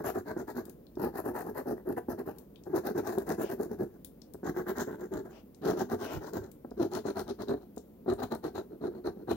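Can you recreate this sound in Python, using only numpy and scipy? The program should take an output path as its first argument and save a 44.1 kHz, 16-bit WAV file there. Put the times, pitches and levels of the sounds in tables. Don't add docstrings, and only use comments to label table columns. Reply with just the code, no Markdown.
import sys
import numpy as np
from scipy import signal
from scipy.fft import rfft, irfft, next_fast_len
from scipy.io import wavfile
from scipy.ndimage import uniform_filter1d

SR = 44100
rng = np.random.default_rng(int(sys.argv[2]) if len(sys.argv) > 2 else 0)


def generate_wav(signal):
    frames = np.transpose(np.atleast_2d(signal))
    scaled = np.clip(frames, -1, 1) * 32767
    pcm = np.round(scaled).astype(np.int16)
    wavfile.write(sys.argv[1], SR, pcm)


N = 412758
TIME = np.arange(N) / SR
SIZE = next_fast_len(N + SR // 2, True)
HZ = np.maximum(np.fft.rfftfreq(SIZE, 1 / SR), 1)
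CUTOFF_HZ = 15900


def from_db(db):
    return 10 ** (np.asarray(db) / 20)


def rms_one(x):
    return x / np.sqrt(np.mean(x ** 2))


def over_hz(points):
    hz, value = np.transpose(points)
    return np.interp(np.log(HZ), np.log(hz), value)


def body(spectrum):
    low_skirt = np.minimum(HZ / spectrum[0][0], 1) ** 2
    high_skirt = np.minimum(spectrum[-1][0] / HZ, 1) ** 4
    gain = rms_one(from_db(over_hz(spectrum)) * low_skirt * high_skirt)
    cepstrum = irfft(np.log(gain), SIZE)
    cepstrum[1:SIZE // 2] *= 2
    cepstrum[SIZE // 2 + 1:] = 0
    return np.exp(rfft(cepstrum))


def drift(per_s):
    knots = rng.standard_normal(SR // 10)
    return rms_one(np.interp(TIME * per_s, np.arange(len(knots)), knots))


def filtered(x, order, hz, kind):
    return signal.sosfilt(signal.butter(order, hz, kind, fs=SR, output="sos"), x)


# (f/Hz, relative level/dB per Hz)
AIR = [(30, -20.5), (58, -3.5), (105, -11.5), (212, -0.5), (489, -11.5), (775, -26), (1330, -35),
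       (2400, -43), (8360, -49), (14800, -34.5), (16000, -33)]
AIR_DB = -55


def room_air():
    return from_db(AIR_DB) * rfft(rng.standard_normal((2, SIZE))) * body(AIR)


def room(t60, gap_s):
    age = TIME[:SR // 2]
    tail = rng.standard_normal((2, SR // 2))
    fade = from_db(-60 * age / t60) * (age > gap_s)
    return rfft(tail * fade / np.linalg.norm(fade), SIZE)


def reflections(sound, t60, gap_s):
    turn = np.pi / 2 * drift(per_s=9)
    one, other = (irfft(sound * room(t60, gap_s), SIZE)[:, :N] for _ in range(2))
    return rfft(one * np.cos(turn) + other * np.sin(turn), SIZE)


# (f/Hz, level/dB)
BALANCE_DB = [(330, -2.5), (500, 4), (770, 11), (1600, -1.5), (4100, 19.5), (6400, 30), (10000, 11.5),
              (14500, 22.5)]
# (f/Hz, correlation)
LIKENESS = [(60, 0.59), (130, 0.96), (330, 0.95), (600, 1), (1200, 0.62), (2000, 0.47), (3300, 0.011)]
# (f/Hz, phase/rad)
LEAD = [(150, 0.052), (350, 0.66), (520, 1.77), (780, 0.11), (1030, 1.67), (1460, 0.12), (1810, 0.96)]


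def microphones(families, lean_share):
    alike, lead = np.clip(over_hz(LIKENESS), -1, 1), over_hz(LEAD)
    lean = from_db(lean_share * over_hz(BALANCE_DB) / 2)
    mid = np.sqrt(1 + alike) * families[0]
    side = np.sqrt(1 - alike) * families[1]
    left = (mid + side) * lean * np.exp(1j * lead)
    right = (mid - side) / lean
    return np.array([left, right]) / np.sqrt((lean ** 2 + lean ** -2 + 2 * alike * np.cos(lead)) / 2)


# (start t/s, end t/s, level/dB before a common boost)
SWISHES = [(0.045, 0.117, -55.5), (3.39, 3.532, -58.5), (5.308, 5.42, -65), (6.022, 6.186, -54)]
# (f/Hz, relative level/dB per Hz)
SKIN = [(600, 22), (1700, 2.5), (2900, 7.5), (3800, -4), (5500, 0.5)]


def swishes(level_db):
    swell = 0
    for start, end, db in SWISHES:
        rise_and_fall = np.interp(TIME, [start, (start + end) / 2, end], [0, 1, 0])
        swell = swell + from_db(db + level_db) * rise_and_fall ** 0.57
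    return rfft(swell * rng.standard_normal((2, N)), SIZE) * body(SKIN)


# (t/s, level/dB at the top of the swell)
THUDS = [(5.14, -44), (6.145, -38.5), (6.368, -40.5)]


def thuds(low_hz, high_hz, rise_s):
    rumble = filtered(rng.standard_normal((2, N)), 2, [low_hz, high_hz], "band")
    swell = 0
    for s, db in THUDS:
        age = np.maximum(TIME - s, 0) / rise_s
        swell = swell + from_db(db) * age * np.exp(1 - age)
    return rms_one(rumble) * swell


# (t/s, level/dB before a common cut, centre f/Hz)
TICKS = [(0.653, -25, 14400), (0.6955, -23.5, 15200), (0.867, -41, 4000), (0.9532, -40, 5500),
         (2.384, -23, 14900), (2.558, -33, 3460), (2.636, -36.5, 6330), (3.183, -17.5, 14750),
         (3.2907, -17.5, 14300), (3.418, -23, 14300), (4.0466, -17, 13700), (4.217, -30, 5200),
         (4.336, -25, 14700), (5.546, -36, 6660), (6.515, -27, 15100), (6.707, -39.5, 5400),
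         (7.4832, -28, 4100), (7.763, -29, 15400), (7.7788, -27, 6640), (8.1348, -27, 9340),
         (8.3492, -24.5, 11270)]


def ticks(level_db, rise_s, decay_s, octave_wide_hz, low_hz, ring_hz, ring_q, ring_db):
    out, age = np.zeros((2, N)), TIME[:SR // 50]
    for s, db, hz in TICKS:
        half_width = 2 ** (hz / octave_wide_hz / 2)
        edges = np.minimum([hz / half_width, hz * half_width], .45 * SR)
        swell = (1 - np.exp(-age / rise_s)) * np.exp(-age / decay_s)
        burst = filtered(rng.standard_normal((2, len(age))) * swell, 1, edges, "band")
        at = int(s * SR)
        out[:, at:at + len(age)] += from_db(db + level_db) * rms_one(burst)
    ring = signal.lfilter(*signal.iirpeak(ring_hz, ring_q, fs=SR), out)
    return filtered(out + from_db(ring_db) * ring, 2, low_hz, "high")


# (t/s, level/dB before a common boost)
KNOCKS = [(0.17, -33), (0.365, -32.5), (0.971, -34.5), (2.085, -31), (2.667, -37.5), (3.177, -27),
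          (3.599, -30.5), (4.345, -41.5), (4.431, -36.5), (4.876, -34), (5.933, -30.5), (6.647, -38.5),
          (6.715, -40), (7.053, -31), (7.772, -37), (8.061, -38), (9.282, -34)]


def knocks(level_db, bounce_s, bounce_db):
    force = np.zeros((2, N))
    chances = rng.uniform(-0.97, 1, (len(KNOCKS), 2))
    for (s, db), (turn, late) in zip(KNOCKS, chances):
        push = from_db(db + level_db) * np.array([1, turn])
        rebound_s = s + bounce_s * (1 + late / 2)
        force[:, int(s * SR)] -= push
        force[:, int(rebound_s * SR)] -= push * from_db(bounce_db)
    return force


# (start t/s, length t/s, level/dB before a common boost)
JUDDERS = [(2.728, 0.064, -27), (5.658, 0.054, -28), (6.792, 0.091, -24.5), (8.077, 0.042, -23.5)]


def judders(slip_hz, wander, level_db):
    cycles = np.floor(np.cumsum(slip_hz * np.exp(wander * drift(per_s=70))) / SR)
    pushes = np.diff(cycles, prepend=0) * (1 + rng.standard_normal((2, N)) / 3)
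    effort = 0
    for s, length, db in JUDDERS:
        bite = np.interp(TIME, [s, s + length / 10, s + length], [0, 1, 0])
        effort = effort + from_db(db + level_db) * bite
    return pushes * effort


def slips(per_s, spread_db, steady_s):
    born = rng.random(N) < per_s / SR
    force = born * from_db(spread_db * rng.exponential(1, N)) * rng.standard_normal((2, N))
    power = uniform_filter1d(force ** 2, int(steady_s * SR), axis=-1)
    return force / np.sqrt(np.abs(power) + 1e-5)


def edge_echo(force, delay_s, wander, strength):
    late = TIME - delay_s * np.exp(wander * drift(per_s=9))
    back = np.array([np.interp(late, TIME, family) for family in force])
    return (force + strength * back) / np.sqrt(1 + strength ** 2)


# (f/Hz, relative level/dB per Hz)
TABLE = [(40, -39.5), (60, -10.5), (76, -20), (94, -9), (120, -16), (195, -8.5), (235, -3.5), (275, -6),
         (325, -3.5), (362, 1.5), (430, -3), (480, -12.5), (600, -18), (800, -44.5)]


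def table_top(friction, level, blows):
    rubbing = edge_echo(friction, delay_s=0.00714, wander=0.198, strength=0.34) * level
    return rfft(rubbing + blows, SIZE) * body(TABLE)


# (t/s, place across the card: 0 left, 1 middle, 2 right)
PLACE = [(.7, .6), (.95, 0), (2.5, 0), (2.8, .4), (4, .4), (4.4, 1), (5.4, 1), (5.6, 1.8), (6.4, 1.8),
         (6.8, 2)]


def coin_place():
    return np.interp(TIME, *np.transpose(PLACE))


def across_card(force, place, spectra):
    out = 0
    for k, spectrum in enumerate(spectra):
        share = np.sqrt(np.maximum(1 - np.abs(place - k), 0))
        out = out + rfft(force * share, SIZE) * body(spectrum)
    return out


# (f/Hz, relative level/dB per Hz)
RASP_LEFT = [(480, -6.5), (620, -1.5), (820, 2), (1100, -9), (1750, -12.5), (2100, -35.5), (2400, -49.5)]
RASP_MIDDLE = [(480, -17), (620, 4.5), (950, 0.5), (1250, -4), (1620, -0.5), (2150, -19), (2400, -30)]
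RASP_RIGHT = [(480, -17.5), (660, 5.5), (950, -2.5), (1120, -7.5), (1330, -5), (1750, -13.5), (2150, -26.5)]


def card_rasp(friction, level, blows, place):
    scraping = edge_echo(friction, delay_s=0.00237, wander=0.24, strength=0.4) * level
    padded = filtered(blows, 2, 1100, "low")
    force = scraping + padded * from_db(-12.0)
    return across_card(force, place, [RASP_LEFT, RASP_MIDDLE, RASP_RIGHT])


def flakes(per_s, level_db):
    breaks = (rng.random(N) < per_s / SR) * rng.random(N)
    fade = np.exp(-1 / (0.0037 * SR))
    return from_db(level_db) * signal.lfilter([1], [1, -fade], breaks + 1e-18)


def shifting_colour(force, depth_db, per_s, count=12):
    spectrum, out = rfft(force, SIZE), 0
    centres, step = np.linspace(0, CUTOFF_HZ, count, retstep=True)
    for hz in centres:
        window = np.maximum(1 - np.abs(HZ - hz) / step, 0)
        band = irfft(spectrum * window, SIZE)[:, :N]
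        out = out + band * rms_one(from_db(depth_db * drift(per_s)))
    return out


# (f/Hz, relative level/dB per Hz)
HISS_LEFT = [(1900, -22), (2600, -4), (3500, -19.5), (4100, -8.5), (6500, -8.5), (8200, -13.5), (11000, -5),
             (13500, -1.5), (16000, -6.5)]
HISS_MIDDLE = [(1900, -37), (2700, -14.5), (3900, -4.5), (4900, -8.5), (6500, -0.5), (7400, -5),
               (8600, -19), (11500, -7.5), (13500, -4.5), (16000, -0.5)]
HISS_RIGHT = [(2700, -7), (3500, -4.5), (4200, -4.5), (4850, -5), (6300, -3.5), (8400, -15), (9900, -8.5),
              (12400, -11.5), (16000, -5)]


def coating_hiss(crumbling, level, place):
    flaking = shifting_colour(crumbling, depth_db=3.5, per_s=16) * level
    return across_card(flaking, place, [HISS_LEFT, HISS_MIDDLE, HISS_RIGHT])


# (start t/s, length t/s, force level/dB, weight of the hand on the table level/dB)
STROKES = [(-0.012, 0.047, 0, -3), (0.031, 0.091, 7.5, -1.5), (0.132, 0.091, 1.5, -5.5),
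           (0.246, 0.098, -2.5, -3), (0.353, 0.082, -1, -1.5), (0.469, 0.06, -0.5, -4.5),
           (0.543, 0.08, 1.5, -4), (0.969, 0.15, 4, -2), (1.124, 0.1, 4, -2), (1.229, 0.1, 3, -2),
           (1.331, 0.11, 5, -3), (1.434, 0.098, -2, -2.5), (1.536, 0.1, 0.5, -4.0), (1.649, 0.097, 3.5, 2),
           (1.75, 0.076, -18, -8), (1.845, 0.11, -6.0, -1), (1.961, 0.038, 0, -2.5), (2.075, 0.077, -1, -3),
           (2.168, 0.063, -3.5, -1.5), (2.253, 0.063, -1.5, -6.5), (2.648, 0.052, -14, -9),
           (2.68, 0.081, -15.5, -1), (2.733, 0.079, 4.5, 0), (2.826, 0.1, 2, 1.5), (2.941, 0.087, 1.5, 0.5),
           (3.023, 0.15, 2.5, 0.5), (3.146, 0.11, -5, -4), (3.255, 0.11, 2.5, 3), (3.37, 0.094, 2.5, 2),
           (3.484, 0.068, -1, 1), (3.567, 0.12, -5, -1), (3.67, 0.1, -18.5, -3), (3.774, 0.083, -3, 3.5),
           (4.43, 0.09, 3.5, -0.5), (4.535, 0.1, 0.5, 0), (4.656, 0.073, 6, -2.5), (4.74, 0.11, 3.5, -0.5),
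           (4.857, 0.12, -5, -3.5), (4.973, 0.11, -12.5, -4.5), (5.103, 0.12, -4, -2),
           (5.611, 0.16, 1, 0.5), (5.751, 0.097, -0.5, 2.5), (5.883, 0.086, 0.5, -0.5),
           (5.977, 0.11, -1.5, -1), (6.082, 0.12, -3, -2), (6.201, 0.12, -6, -4.5),
           (6.323, 0.079, -0.5, 0.5), (6.763, 0.12, 0.5, 2), (6.902, 0.11, 2.5, 1), (7.036, 0.086, 6.5, -2),
           (7.142, 0.094, 3, -1.5), (7.254, 0.076, 0, -1), (7.379, 0.071, -3.5, -1.5),
           (7.466, 0.1, -0.5, -1), (8.06, 0.095, 0.5, -2), (8.176, 0.09, 4, 0.5), (8.298, 0.072, 5.5, -2.5),
           (8.423, 0.077, -1.5, -0.5), (8.538, 0.086, 2.5, -1.5), (8.692, 0.075, -25, -1.5),
           (8.804, 0.096, -3.5, 1.5), (8.895, 0.13, -20.5, -3), (9.036, 0.082, 2, -1.5),
           (9.143, 0.11, -25, -3.5), (9.269, 0.076, 7, 0)]
BOUT_ENDS = [0.61, 2.31, 3.866, 5.25, 6.421, 7.574, 9.345]


def bouts():
    starts = [-np.inf] + BOUT_ENDS
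    return [[row for row in STROKES if first <= row[0] < last] for first, last in zip(starts, BOUT_ENDS)]


def coin_tilt():
    turns = [(start + length / 2, k % 2) for bout in bouts() for k, (start, length, _, _) in enumerate(bout)]
    return np.interp(TIME, *np.transpose(turns))


# (f/Hz, width f/Hz, level/dB against the rasp at the card's left,
# change on a back stroke level/dB, change per step to the right level/dB)
COIN_EDGE = [(1814, 270, -21.5, 9, -4), (4100, 420, -79, -2, 31.5), (12750, 2300, -13.5, -5, -12)]


def coin_edge(force, place, tilt_rise, wander):
    tilt, out = coin_tilt(), 0
    stretch = 1 + tilt_rise * (tilt - .5) + wander * drift(per_s=14)
    for hz, width_hz, db, back_db, rightward_db in COIN_EDGE:
        ringing = rms_one(filtered(force, 2, width_hz / 2, "low"))
        carrier = np.sqrt(2) * np.cos(2 * np.pi * np.cumsum(hz * stretch) / SR)
        out = out + ringing * (carrier * from_db(db + back_db * tilt + rightward_db * place))
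    return out


# level of table, card rasp and coating hiss (level/dB)
SKIM_DB = [-50.5, -62, -78.5]
SKIM_S, SKIM_UNEVEN_DB = 0.14, 9


def skim_levels():
    contact = sum(np.interp(TIME - end, [-SKIM_S / 10, 0, SKIM_S], [0, 1, 0]) for end in BOUT_ENDS)
    return from_db(SKIM_DB)[:, None] * contact * from_db(SKIM_UNEVEN_DB * drift(per_s=27))


# (level/dB, share of the stroke's force,
# change on a back stroke level/dB, change in mid-bout level/dB)
RESPONSE = [(-33, 0.24, -2.5, -2), (-45, 0.83, 1.33, 0.5), (-58, 1, 3, 0)]
SWELL = [(.8, 1), (1.35, 0.96), (1.55, 1)]
# (t/s, level/dB)
COATING_DB = [(0.6, -4), (1.3, -2.5), (1.9, -4.5), (3.3, -0.5), (3.8, 0), (4.5, -0.5), (5.15, 2.5),
              (5.85, 0), (6.2, 4.5), (7.2, -1), (7.45, -5), (9.3, -4)]


def stroke_levels():
    power = np.zeros((3, N))
    level_db, force_share, back_db, mid_bout_db = np.transpose(RESPONSE)
    growth, skew = np.transpose(SWELL)[:, :, None]
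    for bout in bouts():
        for k, (start, length, force_db, weight_db) in enumerate(bout):
            back = k % 2
            swing = np.sin(np.pi * k / (len(bout) - 1))
            coating_db = np.interp(start + length / 2, *np.transpose(COATING_DB))
            levels_db = level_db + force_share * force_db + back * back_db + swing * mid_bout_db
            levels_db = levels_db + [weight_db, 0, coating_db]
            span = slice(max(int(start * SR), 0), int((start + length) * SR))
            progress = np.clip((TIME[span] - start) / length, 0, 1)
            speed = np.abs(np.sin(np.pi * progress ** skew))
            power[:, span] += (from_db(levels_db)[:, None] * speed ** growth) ** 2
    return np.sqrt(power)


def scene():
    table_level, rasp_level, hiss_level = np.hypot(stroke_levels(), skim_levels())
    place = coin_place()
    grip_db = 2.34 * drift(per_s=70)
    friction = slips(per_s=2600, spread_db=2.5, steady_s=.02) * from_db(grip_db)
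    crumble_db = grip_db + 2.12 * drift(per_s=140)
    crumbling = slips(per_s=30000, spread_db=3.5, steady_s=0.021) * from_db(crumble_db)
    crumbling = crumbling * (1 + flakes(per_s=40, level_db=5.0))
    blows = knocks(level_db=24.0, bounce_s=0.00607, bounce_db=-0.5)
    blows = blows + judders(slip_hz=333.3, wander=.1, level_db=16.5)

    table = table_top(friction, table_level, blows)
    table = table + rfft(thuds(low_hz=65.6, high_hz=120, rise_s=0.017), SIZE)
    rasp = card_rasp(friction, rasp_level, blows, place)
    hiss = coating_hiss(crumbling, hiss_level, place) + swishes(level_db=6.5)
    edge = rfft(coin_edge(crumbling, place, tilt_rise=0.033, wander=0.022) * rasp_level, SIZE)
    snaps = rfft(ticks(level_db=-33.0, rise_s=0.00086, decay_s=0.0025, octave_wide_hz=12700,
                       low_hz=1490, ring_hz=3830, ring_q=8.3, ring_db=-1.0), SIZE)

    to_room = table * from_db(-9.0) + (rasp + edge) * from_db(-11) + (hiss + snaps) * from_db(-6.5)
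    echoes = reflections(to_room, t60=0.18, gap_s=0.00527)
    heard = microphones(table + rasp + edge + hiss + snaps, lean_share=0.93)
    heard = heard + microphones(echoes, lean_share=0.78) + microphones(room_air(), lean_share=0.27)
    return irfft(heard, SIZE)[:, :N]


def record(dry):
    steep_cut = np.sqrt(1 + (HZ / CUTOFF_HZ) ** 300)
    return irfft(rfft(dry, SIZE) / steep_cut, SIZE)[:, :N]


dry = scene()
out = record(dry)
generate_wav(out)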